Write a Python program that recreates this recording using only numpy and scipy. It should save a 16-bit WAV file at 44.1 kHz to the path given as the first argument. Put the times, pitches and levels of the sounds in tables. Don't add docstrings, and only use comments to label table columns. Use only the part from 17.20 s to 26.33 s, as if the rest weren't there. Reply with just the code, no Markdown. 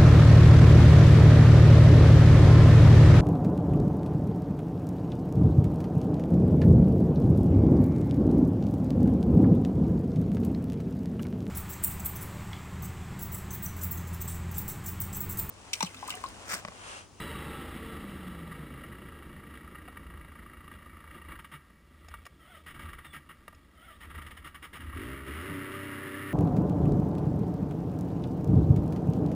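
import sys
import numpy as np
from scipy import signal
from scipy.fft import rfft, irfft
from scipy.io import wavfile
from scipy.ndimage import uniform_filter1d

SR = 44100
rng = np.random.default_rng(int(sys.argv[2]) if len(sys.argv) > 2 else 0)


def to_wav(sig):
    pcm = np.clip(np.atleast_2d(sig), -1, 1) * 32767
    pcm = np.round(pcm).astype(np.int16)
    wavfile.write(sys.argv[1], SR, pcm.T)


N = 402633
T = np.arange(N) / SR
BINS_HZ = np.maximum(np.arange(8193) * SR / 16384, 1)
SPROCKET_HZ = 318

# start_s, length_s, level_db, scrape_rel_db
BELT_GRABS = [(4.187, 0.008, -43.5, -7), (4.242, 0.006, -44.5, -5), (4.313, 0.043, -43, -10),
              (5.46, 0.053, -46, -5), (5.541, 0.026, -45.5, -11), (5.59, 0.011, -42, -8.5),
              (5.617, .02, -47.5, -7), (5.652, 0.0086, -41.5, -16), (5.685, 0.017, -45.5, -8.5),
              (5.728, 0.0073, -42.5, -9), (5.782, .009, -44, -8), (5.843, 0.019, -44.5, -6.5),
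              (5.929, 0.04, -43, -6.5), (6.088, 0.027, -45, -11), (6.803, .05, -48.5, -3.5),
              (6.897, 0.018, -45, -9.5), (6.945, 0.01, -43, -9), (6.976, 0.012, -43, -10),
              (7.015, 0.0098, -48, -2.5), (7.062, .0055, -47.5, 2.5), (7.105, 0.012, -48.5, -1),
              (7.167, .011, -54.5, 6), (7.241, 0.038, -44.5, -4.5), (7.343, 0.011, -42.5, -5),
              (7.423, 0.032, -43.5, -3.5), (7.528, 0.044, -43, -5), (7.601, 0.022, -43.5, -12)]
# centre_hz, width_hz, gain_db
HOOD_MODES = [(636, 190, -16), (930, 66, -4), (1190, 119, 6), (1313, 172, 1.5), (1625, 37, 3),
              (1908, 195, 4), (2260, 42, 1.5), (2810, 156, -3), (3140, 210, -16), (3740, 230, -16.5),
              (4720, 130, -20.5)]
# freq_hz, gain_db
FRICTION_SPECTRUM = [(400, -14.5), (700, -12.5), (950, -11), (1250, -2), (1550, -4.5), (2050, -1),
                     (2500, -10), (3000, -3), (3700, -12.5), (4400, -24.5), (5400, -17.5), (5900, -33)]


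def exhaust_note(firings, firing_hz, throttle, waver_db=2.06, level_db=-40.5):
    # freq_hz, gain_db
    pipe_spectrum = [(35, -47), (75, 21.5), (97, 7), (130, 11), (192, -48), (226, 9), (290, 12), (340, 5.5),
                     (395, 9.5), (455, -5), (484, -3.5), (515, -16), (581, 3), (680, -17), (870, -24.5),
                     (968, -9), (1100, -53)]
    thirds = undb(np.interp(firing_hz, [75, 95], [-15, -7]))
    note, power = 0, 0
    for k in range(3, 33):
        gain = spectrum(pipe_spectrum, k * firing_hz / 3) * (thirds if k % 3 else 1)
        partial = np.sin(2 * np.pi * (k * firings / 3 + rng.random()))
        note += gain * undb(waver_db * wander(22)) * partial
        power += gain ** 2 / 2
    return note / np.sqrt(power) * throttle * undb(level_db)


def exhaust_thud(firings, coasting, speed, idle_db=-61, coast_db=-54.5, speed_db=-45):
    # centre_hz, width_hz, gain_db
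    muffler_modes = [(24, 4.3, -9), (57.2, 15, -6.5), (75.36, 8.4, 1)]
    puffs = unit_rms(clicks(firings) * undb(4.5 * wander(31)))
    gas = 0.99 * rng.standard_normal(N)
    boom = ring(puffs + gas, resonances(muffler_modes))
    boom /= np.sqrt(uniform_filter1d(boom ** 2, size=6000))
    drive = power_sum(undb(idle_db), coasting * undb(coast_db), speed * undb(speed_db), surge("boom"))
    return boom * drive


def chassis(firings, firing_hz, speed, throttle, grip):
    # freq_hz, gain_db
    panel_spectrum = [(30, -39.5), (70, -10.5), (110, -1.5), (150, 5), (240, 3), (350, 1), (400, -6.5),
                      (590, -8.5), (690, -17), (1000, -14.5), (2500, -54)]
    pulses = firing_pulses(firings, firing_hz, decay_s=0.027, scatter_db=-1.5, steady=1)
    shake = rng.standard_normal(N) * pulses
    drive = power_sum(undb(-63), speed * undb(-41), throttle * undb(-50), grip * undb(-14),
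                      surge("drone"))
    return ring(shake, spectrum(panel_spectrum)) * drive


def clutch_rattle(firings, firing_hz, coasting, speed, throttle):
    clatter = power_sum(coasting ** 3 * undb(-54.5), surge("rattle"))
    clatter *= firing_pulses(firings, firing_hz, decay_s=0.005, scatter_db=0.3, steady=0.2)
    whir = power_sum(speed ** 1.96 * undb(-47), undb(-68))
    whir *= firing_pulses(firings, firing_hz, decay_s=0.0036, scatter_db=4, steady=1)
    pull = throttle * undb(-48)
    pull *= firing_pulses(firings, firing_hz, decay_s=0.006, scatter_db=2.2, steady=0.55)
    return ring(grit(spread_db=4) * power_sum(clatter, whir, pull), resonances(HOOD_MODES))


def track(speed, throttle, speed_db=-48, throttle_db=-51, hum_db=-49, tunnel_hz=182, width_hz=75):
    teeth = sprocket_teeth(speed, stray=0.0043)
    drive = power_sum(speed ** 1.65 * undb(speed_db), throttle * undb(throttle_db))
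    grains = grit(spread_db=-0.5) * undb(2 * wander(130))
    crunch = ring(grains * drive, spectrum(FRICTION_SPECTRUM))
    hum = unit_rms(np.sin(2 * np.pi * teeth) * undb(0.37 * wander(20)))
    detuning = 2 * (SPROCKET_HZ * speed - tunnel_hz) / width_hz
    return crunch + hum * undb(hum_db) / (1 + detuning ** 4)


def runners(speed, rasp_db=-49, lug_db=-56):
    # centre_hz, width_hz, gain_db
    rail_modes = [(450, 23.3, 12), (795, 35, 1), (1140, 59, 2.5), (1316, 49, 10), (2723, 390, -8.5),
                  (3388, 48, -2.5), (3906, 200, -7.5), (4530, 300, -15.5)]
    rasp = grit(spread_db=4) * undb(rasp_db)
    lugs = clicks(sprocket_teeth(speed, stray=0.016)) * undb(lug_db)
    return ring((rasp + lugs) * speed ** 1.75, resonances(rail_modes))


def transmission(firings, firing_hz, throttle, buzz_db=-52, rush_db=-48):
    # centre_hz, width_hz, gain_db
    housing_modes = [(1340, 420, 5), (1910, 450, 6), (2200, 290, -5), (2790, 170, 0)]
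    buzz = clicks(firings) * undb(buzz_db)
    rush = grit(spread_db=0.5) * undb(rush_db)
    rush *= firing_pulses(firings, firing_hz, decay_s=0.0036, scatter_db=3, steady=0.37)
    return ring((buzz + rush) * throttle, resonances(housing_modes))


def belt_chatter(grip, hood_db=-4.5, thump_db=-15, shiver_db=-15, settle_s=0.2):
    shiver = power_sum(*(undb(db + shiver_db) * burst(start_s, length_s, length_s, settle_s)
                         for start_s, length_s, db, _ in BELT_GRABS))
    slip = sum(undb(db + scrape_db) * grab(start_s, length_s)
               for start_s, length_s, db, scrape_db in BELT_GRABS)
    hood = ring(grit(spread_db=3) * power_sum(grip, shiver), resonances(HOOD_MODES))
    scrape = ring(grit(spread_db=2) * slip, spectrum(FRICTION_SPECTRUM))
    thump = ring(rng.standard_normal(N) * grip, resonances([(146, 14.5, 0)]))
    return hood * undb(hood_db) + scrape + thump * undb(thump_db)


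def clutch_growl(start_s=8.26, length_s=0.07, level_db=-44):
    judder = rng.standard_normal(N) * burst(start_s, length_s, rise_s=0.027, release_s=0.04)
    return ring(judder, resonances([(165, 25, 0)])) * undb(level_db)


def knocks():
    # start_s, length_s, level_db, tick_rel_db, body_rel_db
    blows = [(0.246, 0.0027, -48, -30, -5), (1.312, 0.017, -44, -36, -25), (1.635, 0.0067, -45, -28, -16),
             (1.721, 0.011, -48, -28, -17), (2.55, .01, -46.5, -32, -20), (2.677, 0.0092, -46.5, -34, -4.5),
             (2.768, 0.0076, -43.5, -32, -17), (4.884, .003, -56, 9.5, 1), (4.939, 0.0027, -39, -16, -12),
             (5.053, 0.0037, -53, 6, -8), (5.063, .005, -46, -5, -11), (6.279, 0.0016, -38.5, -13, -9.5),
             (6.326, .006, -52.5, -22, -7), (6.346, 0.0035, -61, 4, -18), (7.727, 0.01, -44.5, -28, -24)]
    # freq_hz, gain_db
    tick_spectrum = [(1500, -22), (2300, 10), (4200, -1.5), (5200, 10), (5900, 2)]
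    hood_force, tick_force, body_force = np.zeros((3, N))
    for start_s, length_s, db, tick_db, body_db in blows:
        force = undb(db) * burst(start_s, length_s, rise_s=0.00067, release_s=0.0035)
        hood_force += force
        tick_force += force * undb(tick_db)
        body_force += force * undb(body_db)
    hood = ring(rng.standard_normal(N) * hood_force, resonances(HOOD_MODES))
    tick = ring(rng.standard_normal(N) * tick_force, spectrum(tick_spectrum))
    body = ring(rng.standard_normal(N) * body_force, resonances([(620, 350, 0)]))
    return hood + tick + body


def sleeve(width_hz=150, whistle_db=-7, rustle_db=-2, trim_db=-3.5):
    # start_s, gain_db
    swishes = [(5.192, 0), (6.54, -0.5)]
    # offset_s, weave_hz, whistle_hz, gain_db
    stroke = [(0, 650, 3280, -64), (.07, 640, 3000, -55.5), (.113, 740, 3480, -56.5),
              (.145, 670, 3200, -53.5), (.178, 612, 2840, -49.5), (.2, 610, 3420, -58),
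              (.228, 620, 3830, -62)]
    cloth = 0
    for start_s, gain_db in swishes:
        path = [(start_s + offset_s, *rest) for offset_s, *rest in stroke]
        weave = sum(undb(db) * blurred_tone(k * curve(path), width_hz)
                    for k, db in [(1, -8), (2, 0), (3, -6)])
        whistle = undb(whistle_db) * blurred_tone(curve(path, column=2), width_hz)
        rustle = undb(rustle_db) * ring(rng.standard_normal(N), spectrum(FRICTION_SPECTRUM))
        cloth += undb(gain_db) * swell(path, column=3, fade_s=0.002) * (weave + whistle + rustle)
    return cloth * undb(trim_db)


def whines(width_hz=170, trim_db=-2.5):
    # start_s, length_s, from_hz, to_hz, from_db, to_db
    glides = [(0, .9, 970, 666, -50, -65), (0, .6, 2900, 2450, -51, -66), (0, .9, 3980, 3250, -57, -70),
              (5.86, .07, 3660, 3400, -62, -63), (8.6, .53, 1640, 1808, -59, -43)]
    tones = 0
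    for start_s, length_s, from_hz, to_hz, from_db, to_db in glides:
        path = [(start_s, from_hz, from_db), (start_s + length_s, to_hz, to_db)]
        tones += swell(path, column=2, fade_s=0.013) * blurred_tone(curve(path), width_hz)
    return tones * undb(trim_db)


def slack_belt(idle_db=-73, surge_db=-10):
    drive = power_sum(undb(idle_db), surge("rattle") * undb(surge_db))
    brush = grit(spread_db=6.5) * undb(1.8 * wander(6.7)) * drive
    return ring(brush, resonances([(560, 220, 0), (2100, 1000, -1.7), (3290, 430, -0.5)]))


def motion(slowing_s=1.9, stop_s=4.17, stop_fade_s=0.1):
    # start_s, length_s, gain_db
    squeezes = [(7.57, .1, -11), (7.73, .21, -2), (8.047, 1.1, -1)]
    coasting = np.exp(-np.maximum(T - stop_s, 0) / stop_fade_s)
    speed = coasting * np.exp(-T / slowing_s)
    throttle = power_sum(*(undb(db) * burst(start_s, length_s, rise_s=0.038, release_s=0.18)
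                           for start_s, length_s, db in squeezes))
    grip = sum(undb(db) * grab(start_s, length_s) for start_s, length_s, db, _ in BELT_GRABS)
    return coasting, speed, throttle, grip


def surge(layer):
    # peak_s, rise_s, fall_s, boom_db, drone_db, rattle_db
    surges = [(2.36, 0.036, 0.015, -60, -65, -50), (2.92, 0.073, 0.12, -44.5, -56, -60),
              (3.54, .025, 0.026, -60, -56, -52), (3.96, 0.044, 0.033, -58, -50.5, -51),
              (4.111, 0.037, 0.05, -45, -49, -46), (4.94, 0.12, 0.076, -47, -75, -55.5),
              (5.629, 0.091, 0.14, -43, -55, -55.5), (6.38, 0.15, .05, -60, -81, -66),
              (6.96, 0.12, 0.25, -44.5, -56.5, -53.5), (7.69, 0.058, 0.22, -40, -58, -53.5),
              (8.29, 0.1, 0.049, -47, -48, -54)]
    column = ["boom", "drone", "rattle"].index(layer)
    return sum(undb(db[column]) * np.exp(-np.maximum((peak_s - T) / rise_s, (T - peak_s) / fall_s))
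               for peak_s, rise_s, fall_s, *db in surges)


def firing_pulses(firings, firing_hz, decay_s, scatter_db, steady, rise_s=0.0039):
    strength = undb(scatter_db * np.clip(rng.standard_normal(2000), -2, 2))
    age_s = (firings % 1) / firing_hz
    pulse = np.minimum(age_s / rise_s, 1) * np.exp(-age_s / decay_s)
    gain = steady + strength[firings.astype(int)] * pulse
    return gain / np.sqrt(uniform_filter1d(gain ** 2, size=16000))


def grab(start_s, length_s, bite_s=0.0041):
    bite = 1 + 0.23 * np.exp(-np.abs(T - start_s) / bite_s)
    return burst(start_s, length_s, rise_s=0.0046, release_s=0.013) * bite


def sprocket_teeth(speed, stray):
    return np.cumsum(SPROCKET_HZ * speed * (1 + stray * wander(23.7))) / SR


def clicks(cycles):
    return unit_rms(np.diff(np.floor(cycles), prepend=np.floor(cycles[0])))


def grit(spread_db):
    return unit_rms(rng.standard_normal(N) * undb(spread_db * np.minimum(rng.exponential(size=N), 5)))


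def blurred_tone(pitch_hz, width_hz):
    phase = 2 * np.pi * np.cumsum(pitch_hz) / SR
    return unit_rms(wander(width_hz) * np.sin(phase) + wander(width_hz) * np.cos(phase))


def wander(rate_hz):
    hold = max(int(SR / rate_hz), 1)
    steps = np.repeat(rng.standard_normal(N // hold + 1), hold)
    return unit_rms(uniform_filter1d(uniform_filter1d(steps, hold), hold)[:N])


def ring(x, gain):
    cepstrum = irfft(np.log(gain + 1e-6))
    half = len(cepstrum) // 2
    cepstrum[1:half] *= 2
    cepstrum[half + 1:] = 0
    response = irfft(np.exp(rfft(cepstrum)))
    return signal.fftconvolve(x, response / np.linalg.norm(response))[:N]


def resonances(modes):
    return np.sqrt(sum(undb(2 * db) / (1 + ((BINS_HZ / hz - hz / BINS_HZ) * hz / width_hz) ** 2) ** 1.5
                       for hz, width_hz, db in modes))


def spectrum(points, at_hz=BINS_HZ):
    freq_hz, gain_db = np.transpose(points)
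    return undb(np.interp(np.log(at_hz), np.log(freq_hz), gain_db))


def burst(start_s, length_s, rise_s, release_s):
    attack = np.clip((T - start_s) / rise_s, 0, 1)
    return attack * np.exp(-np.maximum(T - start_s - length_s, 0) / release_s)


def swell(rows, column, fade_s):
    outside_s = np.maximum(np.maximum(rows[0][0] - T, T - rows[-1][0]), 0)
    return undb(curve(rows, column)) * np.exp(-outside_s / fade_s)


def curve(rows, column=1):
    rows = np.array(rows)
    return np.interp(T, rows[:, 0], rows[:, column])


def power_sum(*gains):
    return np.sqrt(sum(gain ** 2 for gain in gains))


def unit_rms(x):
    return x / np.sqrt(np.mean(x ** 2))


def undb(db):
    return 10 ** (np.asarray(db) / 20)


def scene():
    # time_s, firing_hz
    idle = [(0, 26.8), (.4, 27.53), (.8, 27.87), (1.2, 23.96), (1.5, 27.19), (1.8, 29.75), (2.1, 28.35),
            (2.4, 28.83), (2.7, 28.3), (3.0, 27.68), (3.3, 27.81), (3.6, 27.43), (3.9, 28.33), (4.15, 29)]
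    # time_s, firing_hz
    revs = [(7.55, 28.26), (7.62, 33.2), (7.76, 39.2), (7.82, 51.8), (7.91, 66.9), (8.0, 68.06),
            (8.08, 65.66), (8.2, 83.04), (8.27, 97.8), (8.3, 97.9), (8.37, 93.75), (8.55, 97), (8.8, 96.3),
            (9.13, 98.04)]
    coasting, speed, throttle, grip = motion()
    firing_hz = curve(list(idle) + list(revs))
    firings = np.cumsum(firing_hz * (1 + 0.0014 * wander(30))) / SR
    exhaust = exhaust_note(firings, firing_hz, throttle) + exhaust_thud(firings, coasting, speed)
    drone = chassis(firings, firing_hz, speed, throttle, grip)
    rattle = clutch_rattle(firings, firing_hz, coasting, speed, throttle)
    running_gear = track(speed, throttle) + runners(speed) + whines()
    drive = transmission(firings, firing_hz, throttle) + belt_chatter(grip)
    drive += slack_belt() + clutch_growl()
    return np.tile(exhaust + drone + rattle + running_gear + drive + knocks() + sleeve(), (2, 1))


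def record(dry):
    hold_hz, antialias_hz, top_hz = 12000, 5800, 15500
    mic = dry + undb(-68) * rng.standard_normal(N)
    filtered = signal.sosfilt(signal.ellip(8, 0.3, 60, antialias_hz, fs=SR, output="sos"), mic)
    slow = signal.resample_poly(filtered, hold_hz, SR, axis=1, window=("kaiser", 3))
    held = signal.resample_poly(np.repeat(slow, 4, axis=1), SR, 4 * hold_hz, axis=1)[:, :N]
    held += undb(-89) * rng.standard_normal((2, N))
    return signal.sosfilt(signal.ellip(10, 0.2, 70, top_hz, fs=SR, output="sos"), held)


dry = scene()
out = record(dry)
to_wav(out)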